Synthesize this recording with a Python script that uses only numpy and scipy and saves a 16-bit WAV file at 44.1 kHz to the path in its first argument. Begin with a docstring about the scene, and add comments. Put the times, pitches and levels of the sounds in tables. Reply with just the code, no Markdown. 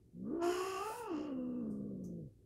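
"""A cat warns another in one long call, beside an open door in a quiet tiled room.
Its vocal folds buzz and flutter behind a closed mouth, making a growl. The mouth opens and the
pitch climbs into a yowl, with rasping breath, a hiss through bared teeth and a hoarse crack.
Then the mouth closes and the growl sinks and fades. Two faint taps sound near the end.
Tiles and door add a short echo, and a low rumble lies under it all."""
import sys
import numpy as np
from scipy import signal
from scipy.fft import rfft, irfft
from scipy.io import wavfile

SR = 44100
rng = np.random.default_rng(int(sys.argv[2]) if len(sys.argv) > 2 else 0)


def file_out(sig):
    """Save sig as 16-bit WAV at sys.argv[1]."""
    # one column per channel
    cols = np.atleast_2d(sig).T
    # limit, then scale
    lim = np.clip(cols, -1, 1)
    pcm = np.round(lim * 32767).astype(np.int16)
    wavfile.write(sys.argv[1], SR, pcm)


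N = 108045
TIME = np.arange(N) / SR
OVERTONE_JITTER, OVERTONE_SHIMMER = .008, .22   # random wobble in timing [cycles] and in strength

# The tune of the call: (time [s], pitch [Hz])
CALL_PITCH = [(.14, 168.7), (.24, 191.8), (.29, 235.7), (.33, 319.8), (.38, 339.6), (.44, 342.6),
              (.55, 362.5), (.65, 378.1), (.79, 380.4), (.83, 412.3), (.92, 450.7), (.945, 479.2),
              (.99, 485.7), (1.07, 418.4), (1.15, 300.4), (1.26, 296.8), (1.34, 256.2), (1.6, 243.2),
              (1.67, 212.7), (1.9, 200.1), (2.14, 172.8), (2.21, 160.3), (2.3, 118.8)]
# The fast trembling of the voice: (time [s], depth [0-1], rate [Hz])
VOICE_FLUTTER = [(.2, .7, 60), (.33, .58, 62), (.42, .12, 64), (.9, .17, 64), (1.1, .17, 66),
                 (1.2, .55, 66), (1.35, .27, 66), (1.58, .32, 67), (1.7, .58, 64), (2.15, .72, 56)]


def from_db(db):
    """Turn decibels into a number to multiply by."""
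    return 10 ** (np.asarray(db) / 20)


def unit_power(x):
    """Scale a signal to an average power of one."""
    return x / np.sqrt(np.mean(x ** 2) + 1e-20)


def in_time(rows):
    """Join a table's points with straight lines: one curve for each column after the time."""
    times, *columns = np.transpose(rows)
    return [np.interp(TIME, times, column) for column in columns]


def gain_at(colour, hz):
    """Read a table of frequencies and levels as a gain at the given frequencies."""
    points_hz, db = np.transpose(colour)
    return from_db(np.interp(np.log(hz + 1e-9), np.log(points_hz), db))


def shaped(x, colour):
    """Make each frequency louder or softer, as the table says."""
    return irfft(rfft(x) * gain_at(colour, np.fft.rfftfreq(N, 1 / SR)), N)


def noise(colour):
    """Noise with the given balance of low and high frequencies."""
    return unit_power(shaped(rng.standard_normal(N), colour))


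def drift(rate_hz):
    """A smooth random wobble, mostly slower than the given rate."""
    hz = np.fft.rfftfreq(N, 1 / SR)
    return unit_power(irfft(rfft(rng.standard_normal(N)) / (1 + (hz / rate_hz) ** 4), N))


def narrow_noise(hz, width_hz):
    """Noise gathered around one frequency, which may move."""
    angle = 2 * np.pi * np.cumsum(hz * np.ones(N)) / SR
    return drift(width_hz) * np.cos(angle) + drift(width_hz) * np.sin(angle)


def swell(start_s, end_s, rise_s, fall_s):
    """Fade in, hold and fade out."""
    return np.clip((TIME - start_s) / rise_s, 0, 1) * np.clip((end_s - TIME) / fall_s, 0, 1)


def background():
    """The quiet room's steady low rumble."""
    # Tone of the rumble: (frequency [Hz], level [dB])
    colour = [(25, -13), (38, -6), (52, 6), (70, -3.5), (105, 5), (180, -9.5), (380, -9), (600, -27.5),
              (1000, -40.5), (2500, -42.5), (12000, -41.5), (13500, -48.5)]
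    return from_db(-64.5) * noise(colour)


def vocal_folds():
    """The folds swing and flutter unevenly, which bends the pitch and chops the overtones into bursts."""
    hz, = in_time(CALL_PITCH)
    depth, rate = in_time(VOICE_FLUTTER)
    uneven = .28   # how much noise mixes into the flutter
    beat = 2 * np.pi * np.cumsum(rate * (1 + .24 * depth * drift(35.6))) / SR
    flutter = depth * (np.cos(beat) + uneven * narrow_noise(rate * 1.1, 37))
    bend = .22 * depth * (np.cos(beat - .8) + uneven * narrow_noise(rate, 40))
    waver = (.006 + .02 * depth) * drift(35.3)
    phase = 2 * np.pi * np.cumsum(hz * (1 + bend + waver)) / SR
    # Nearly half a beat late: the overtones burst out as the lowest tone ebbs.
    late_flutter = depth * (np.cos(beat - 2.66) + uneven * narrow_noise(rate, 55))
    bursts = (1 + np.tanh(late_flutter)) / np.sqrt(1 + depth / 2)
    return phase, flutter, bursts


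def lowest_tone(phase, flutter):
    """The strong base of the voice: one wave for each swing of the vocal folds."""
    # Strength of the tone: (time [s], level [dB])
    loudness = [(.11, -77.5), (.15, -54), (.24, -44), (.4, -38), (.485, -31), (.53, -37.5), (.64, -40.5),
                (.76, -43.5), (.83, -48.5), (.885, -48), (.915, -50), (.94, -63), (.99, -52), (1.09, -48),
                (1.115, -38), (1.27, -45.5), (1.33, -40.5), (1.7, -41.5), (1.85, -45), (2.16, -48),
                (2.28, -52.5), (2.33, -99)]
    db, = in_time(loudness)
    return np.sqrt(2) * from_db(db) * (1 + .95 * flutter + .14 * drift(87)) * np.cos(phase)


def overtones(phase, bursts, step_db):
    """The folds' buzz: tones at 2 to 11 times the pitch, changing by step_db from one to the next."""
    strained = phase + 2 * np.pi * OVERTONE_JITTER * drift(94)
    buzz = 0
    for k in range(2, 12):
        strength = from_db(step_db * (k - 1.5)) * (1 + OVERTONE_SHIMMER * drift(72))
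        buzz += strength * np.cos(k * strained + k * k)   # k * k keeps the peaks from lining up
    return np.sqrt(2) * bursts * buzz


def growl(phase, bursts):
    """Buzz and swirling air in the throat, dulled by the closed mouth."""
    # How the throat filters the buzz with the mouth shut: (frequency [Hz], gain [dB])
    closed_throat = [(230, -3.5), (350, 1), (440, -3.5), (550, 1.5), (680, -15.5), (1100, -44)]
    # Tone of the air in the throat: (frequency [Hz], level [dB])
    air_colour = [(50, -9.5), (120, 8), (250, 0), (520, 6), (660, -16.5), (850, -41), (2000, -54.5)]
    depth, _ = in_time(VOICE_FLUTTER)
    buzz = from_db(-47.5) * shaped(overtones(phase, bursts, step_db=-10.5), closed_throat)
    air = from_db(-60) * np.sqrt(2 * depth) * noise(air_colour)
    return swell(.14, 2.313, rise_s=.14, fall_s=.12) * (buzz + air)


def nose(phase, bursts):
    """The buzz rings faintly in the nose."""
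    # How the nose filters the buzz: (frequency [Hz], gain [dB])
    colour = [(920, -28), (1050, 4.5), (1170, 0.5), (1270, -15.5), (1350, -18.5), (1480, -9), (1750, -37)]
    ring = shaped(overtones(phase, bursts, step_db=0), colour)
    return from_db(-72.5) * swell(.23, 2.084, rise_s=.037, fall_s=.83) * ring


def yowl(phase, bursts):
    """The buzz comes out bright through the open mouth, whose ring moves with the jaw."""
    # The mouth opening and closing: (time [s], overtone level [dB], ring frequency [Hz])
    opening = [(.22, -72, 1270), (.39, -67, 1100), (.425, -44.5, 1126), (.51, -48.5, 1280),
               (.58, -49.5, 1160), (.7, -54.5, 1100), (.77, -50, 1100), (.88, -51, 1166),
               (1.02, -52.5, 1132), (1.18, -64.5, 1122), (1.4, -77, 1133), (1.8, -84.5, 1130)]
    # How the throat filters the buzz with the mouth wide open: (frequency [Hz], gain [dB])
    open_throat = [(400, -4), (950, 0), (1400, -6), (1950, -19), (2300, -30.5)]
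    ring_db, ring_width_hz = 8.5, 214
    db, ring_hz = in_time(opening)
    hz, = in_time(CALL_PITCH)
    strained = phase + 2 * np.pi * OVERTONE_JITTER * drift(48)
    buzz = 0
    for k in range(2, 9):
        ring = from_db(ring_db * np.exp(-((k * hz - ring_hz) / ring_width_hz) ** 2))
        shimmer = 1 + OVERTONE_SHIMMER * drift(140)
        buzz += ring * gain_at(open_throat, k * hz) * shimmer * np.cos(k * strained + k * k)
    return from_db(db) * bursts * buzz


def rasp(phase, flutter):
    """Breath, chopped by the vocal folds, rings in the mouth and dulls as the lips close."""
    # Strength of the breath: (time [s], level [dB])
    loudness = [(.33, -100), (.4, -78), (.428, -52.5), (.52, -50.5), (.75, -53.5), (.9, -59.5), (1.05, -68),
                (1.17, -61), (1.28, -67), (1.4, -77.5), (1.6, -82.5), (1.8, -84)]
    # Tone of the breath in the mouth: (frequency [Hz], level [dB])
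    colour = [(300, -30), (600, -9), (1000, -2.5), (1350, 0.5), (1650, -1), (1900, 0), (2300, -5),
              (2650, 2), (3150, 0), (3600, -17), (4300, -7), (4700, -5.5), (5150, 0.5), (6050, -8.5),
              (6900, 0), (8100, -16), (9000, -7.5), (10100, -16), (11100, -6), (13000, -20), (15600, -22)]
    # The lips muffle everything above a cutoff: (time [s], cutoff [Hz])
    lips = [(.41, 3730), (.455, 15980), (.9, 15100), (1.08, 5360), (1.24, 5900), (1.36, 1673), (1.7, 1419)]
    db, = in_time(loudness)
    cutoff_hz, = in_time(lips)
    air = noise(colour) * (1 + .057 * np.cos(phase)) * (1 + .79 * flutter)
    hz, times, slices = signal.stft(air, SR, nperseg=256)   # short slices let the cutoff move
    muffle = 1 / np.sqrt(1 + (hz[:, None] / np.interp(times, TIME, cutoff_hz)) ** 8)
    return from_db(db) * signal.istft(slices * muffle, SR)[1][:N]


def whistle(bursts):
    """The breath's thin ring in the mouth, which lingers as the lips close."""
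    # Path of the ring: (time [s], level [dB], frequency [Hz])
    ring = [(.39, -107, 2900), (.51, -57, 2945), (.65, -57, 2730), (.76, -56, 2757), (.92, -64, 2572),
            (1.15, -65, 2777), (1.36, -76, 2840), (1.6, -84, 2693), (1.7, -105, 2687)]
    db, hz = in_time(ring)
    return from_db(db) * bursts * narrow_noise(hz, width_hz=130)


def hiss():
    """A smooth, bright jet of air through the teeth at the top of the yowl."""
    # Tone of the jet: (frequency [Hz], level [dB])
    colour = [(1500, -31), (4000, -2), (7000, -1.5), (9800, 6.5), (12000, -0.5), (15500, -1)]
    return from_db(-58.5) * swell(.684, 1.109, rise_s=.2, fall_s=.12) ** 2 * noise(colour)


def crack():
    """The voice breaks hoarsely just before its highest note."""
    # Tone of the break: (frequency [Hz], level [dB])
    colour = [(120, -18), (550, 12.5), (900, -2), (2500, -29)]
    return from_db(-48) * swell(.893, .9214, rise_s=.01, fall_s=.01) * noise(colour)


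def taps():
    """Two light, brushing touches, each a puff of noise with one broad ring."""
    # The touches: (start [s], level [dB], rise [s], time to fade by 60 dB [s], ring frequency [Hz])
    touches = [(1.695, -75.5, 0.019, 0.35, 8820), (2.035, -65.5, 0.011, 0.19, 6168)]
    # Tone of a touch before its ring is added: (frequency [Hz], level [dB])
    colour = [(800, -6.5), (1200, -1), (1700, -32), (3800, -20.5), (5000, -1), (7000, 1), (11000, -5),
              (14000, -2.5), (15500, -14)]
    ring_db, ring_width_octaves = 11.5, .14
    hz = np.fft.rfftfreq(N, 1 / SR) + 1
    out = 0
    for start, db, rise, fade, ring_hz in touches:
        ring = from_db(ring_db * np.exp(-(np.log2(hz / ring_hz) / ring_width_octaves) ** 2))
        brush = unit_power(irfft(rfft(noise(colour)) * ring, N))
        fade_in = np.clip((TIME - start) / rise, 0, 1)
        fade_out = from_db(-60 * np.maximum(TIME - start - rise, 0) / fade)
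        out += from_db(db) * fade_in * fade_out * brush
    return out


def room_echo(x):
    """Sound bounces off tiles and door and blurs into a short echo with little bass."""
    # Tone of the echo: (frequency [Hz], level [dB])
    colour = [(900, 4), (3000, -5.5), (12000, -6.5)]
    fade_s, delay_s, low_cut_hz = .26, .0016, 540
    tail = noise(colour) * from_db(-60 * TIME / fade_s) * (TIME > delay_s)
    tail = signal.sosfilt(signal.butter(4, low_cut_hz, "high", fs=SR, output="sos"), tail)
    return from_db(-6.5) * signal.fftconvolve(x, tail / np.linalg.norm(tail))[:N]


def scene():
    """The cat and the taps with their echo, over the low rumble."""
    phase, flutter, bursts = vocal_folds()
    mouth = yowl(phase, bursts) + rasp(phase, flutter) + whistle(bursts) + hiss() + crack()
    mouth *= swell(.24, 1.8, rise_s=.11, fall_s=.11)   # the mouth opens, then shuts
    cat = lowest_tone(phase, flutter) + growl(phase, bursts) + nose(phase, bursts) + mouth
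    direct = cat + taps()
    return (direct + room_echo(direct) + background())[None]


def record(dry):
    """Cut away the very highest treble."""
    cutoff_hz = 15700
    return signal.sosfilt(signal.ellip(12, .1, 80, cutoff_hz, fs=SR, output="sos"), dry)


dry = scene()
out = record(dry)
file_out(out)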